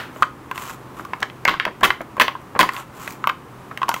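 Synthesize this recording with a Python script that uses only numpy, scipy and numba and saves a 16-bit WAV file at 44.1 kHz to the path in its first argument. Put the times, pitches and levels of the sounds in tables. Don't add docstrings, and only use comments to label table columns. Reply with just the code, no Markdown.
import sys
import numpy as np
from scipy import signal
from scipy.fft import rfft, irfft
from scipy.io import wavfile
from scipy.ndimage import uniform_filter1d, minimum_filter1d
from numba import njit

SR = 44100
rng = np.random.default_rng(int(sys.argv[2]) if len(sys.argv) > 2 else 0)


def unload_wav(signal):
    wavfile.write(
        sys.argv[1],
        SR,
        np.round(np.clip(np.atleast_2d(signal).T, -1, 1) * 32767).astype(np.int16),
    )


N = 176400
T = np.arange(SR // 2) / SR
CONTACT_HZ = 4860

# f/Hz, level/dB
CRACK_SPECTRUM = [(60, -31), (400, -4.5), (750, -4), (1400, 4.5), (2000, -0.5), (3200, -5.5), (4500, -15),
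                  (8000, -26)]
# f/Hz, level/dB
RUB_SPECTRUM = [(200, -9), (700, 7.5), (1100, 21.5), (1700, 8.5), (3000, 4), (4800, -10), (7400, -2.5),
                (10000, -10), (13500, -4), (16000, -26)]


def click(hz, pop_db, clack_db, tick_db):
    body = undb(pop_db) * pop(hz, t60=0.027) + undb(clack_db) * clack()
    return soften(body, CONTACT_HZ) + tick(tick_db)


def slap(hz, pop_db, clatter_db, tick_db, contacts=7, clatter_s=0.021, table_hz=395):
    force = np.minimum(1000 ** ((clatter_s - T) / 0.034), 1)
    band = signal.butter(2, [table_hz / 2, table_hz * 2], "band", fs=SR, output="sos")
    table_top = undb(-18) * unit(signal.sosfilt(band, rng.standard_normal(len(T)))) * force
    buckle = undb(pop_db) * pop(hz, t60=0.05)
    buzz = undb(clatter_db - 4.5) * burst(CRACK_SPECTRUM, force)
    thump = undb(-30) * ring(hz=68, t60=0.2)
    out = buckle + buzz + table_top + thump
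    for k, (late, strength) in enumerate(rng.random((contacts, 2))):
        delay = int((k + late * (k > 0) / 2) * clatter_s / (contacts - 1) * SR)
        contact = undb(clatter_db + 6.5) * soften(clack(), CONTACT_HZ) + tick(tick_db)
        out[delay:] += (.5 + strength) * contact[:len(T) - delay]
    return out


def pop(hz, t60, bend=0.077, settle_s=0.0052, rise_s=0.00037):
    # f/Hz, level/dB, t60/s
    sheet_modes = [(935, -10.5, 0.096), (1040, 2, 0.066), (1098, -9, 0.034), (1222, -1.5, 0.083),
                   (1439, -5, 0.093), (1564, 1, 0.045)]
    bent_hz = hz * (1 + bend * rng.standard_normal() * np.exp(-T / settle_s))
    patch = np.sin(2 * np.pi * np.cumsum(bent_hz) / SR) * fade(t60)
    return (patch + undb(-15.5) * strike(sheet_modes)) * (1 - np.exp(-T / rise_s))


def clack(snap_hz=1719, glide_s=0.001):
    # f/Hz, level/dB, t60/s
    pocket_modes = [(1568, 8.5, 0.013), (1940, 8, 0.015), (2120, 7.5, 0.024), (2624, 5.5, 0.017),
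                    (3070, 0.5, 0.013), (3220, 2.5, 0.011)]
    spot_hz = snap_hz * np.exp(0.12 * rng.standard_normal())
    falling_hz = spot_hz * (1 + 0.93 * np.exp(-T / glide_s))
    snap = undb(-2.5) * np.cos(2 * np.pi * np.cumsum(falling_hz) / SR) * fade(0.006)
    walls = undb(-15.5) * strike(pocket_modes)
    crack = undb(-8.5) * burst(CRACK_SPECTRUM, fade(0.017))
    return snap + walls + crack


def strike(modes, scatter_db=3, detune=0.023):
    out = np.zeros(len(T))
    for hz, db, t60 in modes:
        strength, bend, side = rng.standard_normal(3)
        out += undb(db + scatter_db * strength) * ring(hz * (1 + detune * bend), t60, np.pi * (side > 0))
    return out


def tick(level_db, scatter_db=3):
    # f/Hz, level/dB
    tick_spectrum = [(1500, 6), (4000, 2.5), (6500, 1.5), (10300, -5), (13000, -1), (16000, -5)]
    spot_spectrum = [(hz, db + scatter_db * rng.standard_normal()) for hz, db in tick_spectrum]
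    return undb(level_db - 1.5) * burst(spot_spectrum, fade(0.013))


def knock(hz, db, rattle_low_hz=280, rattle_top_hz=1700):
    low_cut = signal.butter(2, rattle_low_hz, "high", fs=SR, output="sos")
    rattle = unit(signal.sosfilt(low_cut, soften(rng.standard_normal(len(T)), rattle_top_hz)))
    return undb(db) * (ring(hz, t60=0.028) + undb(-3) * rattle * fade(0.052))


def slide(length_s, db, sheen_db, grain_db=4.0, surge_db=2.1):
    # f/Hz, level/dB
    sheen_spectrum = [(5500, -8), (7200, -2), (9200, -13.5), (12500, -8), (14300, -10), (16000, -3.5)]
    friction = rng.standard_normal(len(T))
    grip = np.repeat(rng.standard_normal(len(T)), SR // 1000)[:len(T)]
    catches = friction * undb(grain_db * grip)
    swell = np.sin(np.pi * np.minimum(T / length_s, 1) ** 1.15)
    surge = undb(surge_db * wander(40)[:len(T)])
    scuff = undb(db) * colour(catches, RUB_SPECTRUM)
    sheen = undb(sheen_db) * colour(catches, sheen_spectrum)
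    return (scuff + sheen) * swell * surge


def room(x, split_hz=4500, gap_s=0.0063):
    # f/Hz, level/dB
    tail_spectrum = [(100, 5), (350, 7.5), (700, 1), (1100, -1), (2500, -1.5), (5000, 1.5), (16000, -1.5)]
    wash = noise(tail_spectrum)
    low = signal.sosfiltfilt(signal.butter(2, split_hz, fs=SR, output="sos"), wash)
    tail = (low * fade(0.26) + (wash - low) * fade(0.25)) * np.clip(T / gap_s - 1, 0, 1)
    early = rng.standard_normal(len(T)) * fade(0.066) * (T > .002)
    response = undb(-13.5) * tail / np.linalg.norm(tail) + undb(-12) * early / np.linalg.norm(early)
    return x + signal.fftconvolve(x, response)[:N]


def background(hum_hz=127.2):
    # f/Hz, level/dB
    air_spectrum = [(20, -38), (34, -10.5), (125, -2.5), (330, -2), (650, -11), (1080, -6), (1600, -14.5),
                    (4500, -31), (16000, -36)]
    hum = np.sqrt(2) * np.sin(2 * np.pi * np.cumsum(hum_hz + 2.2 * wander(8.5)) / SR)
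    rustle = undb(-62.5 + 5 * wander(2.2)) * noise(RUB_SPECTRUM, size=N)
    out = undb(-39.5) * noise(air_spectrum, size=N) + undb(-48) * hum + rustle
    add(out, 0, undb(-28) * noise(CRACK_SPECTRUM) * fade(0.3))
    return out


def undb(db):
    return 10 ** (np.asarray(db) / 20)


def unit(x):
    return x / np.sqrt(np.mean(x ** 2))


def fade(t60):
    return np.exp(-np.log(1000) * T / t60)


def ring(hz, t60, phase=0):
    return np.sin(2 * np.pi * hz * T + phase) * fade(t60)


def colour(x, spectrum):
    hz, db = np.array(spectrum, float).T
    bin_hz = np.maximum(np.fft.rfftfreq(len(x), 1 / SR), 1)
    gain = undb(np.interp(np.log(bin_hz), np.log(hz), db))
    return unit(irfft(rfft(x) * gain, len(x)))


def noise(spectrum, size=len(T)):
    return colour(rng.standard_normal(size), spectrum)


def burst(spectrum, envelope):
    shaped = colour(rng.standard_normal(len(T)) * envelope, spectrum)
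    return shaped * np.sqrt(np.mean(envelope ** 2)) * (T < T[-1] / 2)


def soften(x, hz):
    return signal.sosfilt(signal.butter(4, hz, fs=SR, output="sos"), x)


def wander(hz):
    return unit(irfft(rfft(rng.standard_normal(N)) * (np.fft.rfftfreq(N, 1 / SR) < hz), N))


def add(out, start_s, x):
    i = int(start_s * SR)
    out[i:i + len(x)] += x[:N - i]


@njit
def follow(x, release_s):
    keep = np.exp(-1 / (release_s * SR))
    out, level = np.empty(len(x)), 0.
    for i in range(len(x)):
        level = max(x[i], level * keep)
        out[i] = level
    return out


def scene():
    # t/s, pop f/Hz, pop level/dB, clack level/dB, tick level/dB
    clicks = [(0.2233, 1194, 1.5, -12, -18.5), (.229, 1202, -1.5, -6, -22.5),
              (0.5131, 1046, -13, -19.5, -26.5), (.578, 1110, -22, -16.5, -23.5),
              (1.05, 1140, -20.5, -31, -33), (1.1341, 1066, -14.5, -12.5, -39),
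              (1.2284, 1595, -8.5, -7.5, -23), (1.2997, 1400, -36, -24.5, -47), (1.4537, 1000, 2.5, 6, -17),
              (1.4786, 1160, 1.5, 4.5, -9.5), (1.4848, 1070, 2.5, 1, -21), (1.4935, 1130, -10, 2.5, -12),
              (1.4958, 1040, -9, 1, -24), (1.54, 1095, -8, -20, -33), (1.5992, 1336, -5.5, 2, -22),
              (1.6521, 974, -12.5, -3.5, -21), (1.9043, 1164, -5.5, 0.5, -23), (2.168, 1110, -18, -31, -37),
              (2.2808, 1123, -5, -2.5, -28), (2.3522, 1010, -15.5, -36.5, -48), (2.630, 1214, -3, -5, -16),
              (2.6905, 1070, -5.5, -3, -25), (2.7653, 1025, -19.5, -14.5, -27),
              (3.0768, 1110, -43, -14.5, -29), (3.241, 1230, -8.5, -21.5, -39),
              (3.2726, 1176, -2, -6.5, -17.5), (3.2924, 1213, -6.5, -13.5, -35),
              (3.2965, 1260, -5, -10.5, -29), (3.7746, 1110, -24.5, -16.5, -27),
              (3.8171, 1070, -9, -19, -38), (3.831, 1093, -5.5, -16, -33), (3.883, 946, -14, -21, -28),
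              (3.891, 956, -3, -10, -10.5), (3.9149, 960, -11, -20.5, -46), (3.9414, 1290, -17, -10, -15.5),
              (3.9631, 1040, -15, -20, -31)]
    # t/s, level/dB
    ticks = [(1.204, -27.5), (1.2162, -32), (1.4512, -12), (1.809, -26.5), (2.015, -30), (2.1986, -11),
             (2.416, -38.5), (2.599, 2), (2.7348, -25), (3.107, -23.5), (3.123, -30)]
    # t/s, pop f/Hz, pop level/dB, clatter level/dB, tick level/dB
    slaps = [(1.833, 1167, 4.5, -4, -6), (2.1989, 1008, 3.5, -5.5, -12.5), (2.5919, 1024, 9, -6.5, -7.5)]
    # t/s, f/Hz, level/dB
    knocks = [(0.161, 1100, -26), (0.996, 1240, -24), (1.223, 800, -16.5), (1.666, 597, -14.5),
              (1.677, 640, -15.5), (1.812, 966, -19.5), (1.829, 410, -14.5), (2.007, 667, -15.5),
              (2.1794, 510, -19.5), (2.551, 800, -20.5), (2.5609, 470, -16), (3.712, 1270, -25)]
    # t/s, length/s, scuff level/dB, sheen level/dB
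    slides = [(0.53, 0.24, -33, -42.5), (0.929, 0.12, -42.5, -67), (2.70, 0.14, -30, -55),
              (2.91, 0.27, -39.5, -45), (0.112, 0.14, -44.5, -56.5), (3.882, 0.37, -44, -44)]
    tray = np.zeros(N)
    for source, cues in ((click, clicks), (tick, ticks), (slap, slaps), (knock, knocks), (slide, slides)):
        for start_s, *settings in cues:
            add(tray, start_s, source(*settings))
    return (room(tray) + background())[None]


def record(dry, ceiling=1.105, duck_db=4, duck_attack_s=0.066, top_hz=15750):
    peak = follow(np.abs(dry[0]), release_s=0.014)
    limiter = ceiling / np.maximum(peak, ceiling)
    limiter = uniform_filter1d(minimum_filter1d(limiter, size=21), size=21)
    held = follow(np.minimum(peak, 1), release_s=0.16)
    step = 1 / (duck_attack_s * SR)
    duck = undb(-duck_db * signal.lfilter([step], [1, step - 1], held))
    high_cut = signal.ellip(10, .2, 70, top_hz, fs=SR, output="sos")
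    return signal.sosfilt(high_cut, dry * limiter * duck)


dry = scene()
out = record(dry)
unload_wav(out)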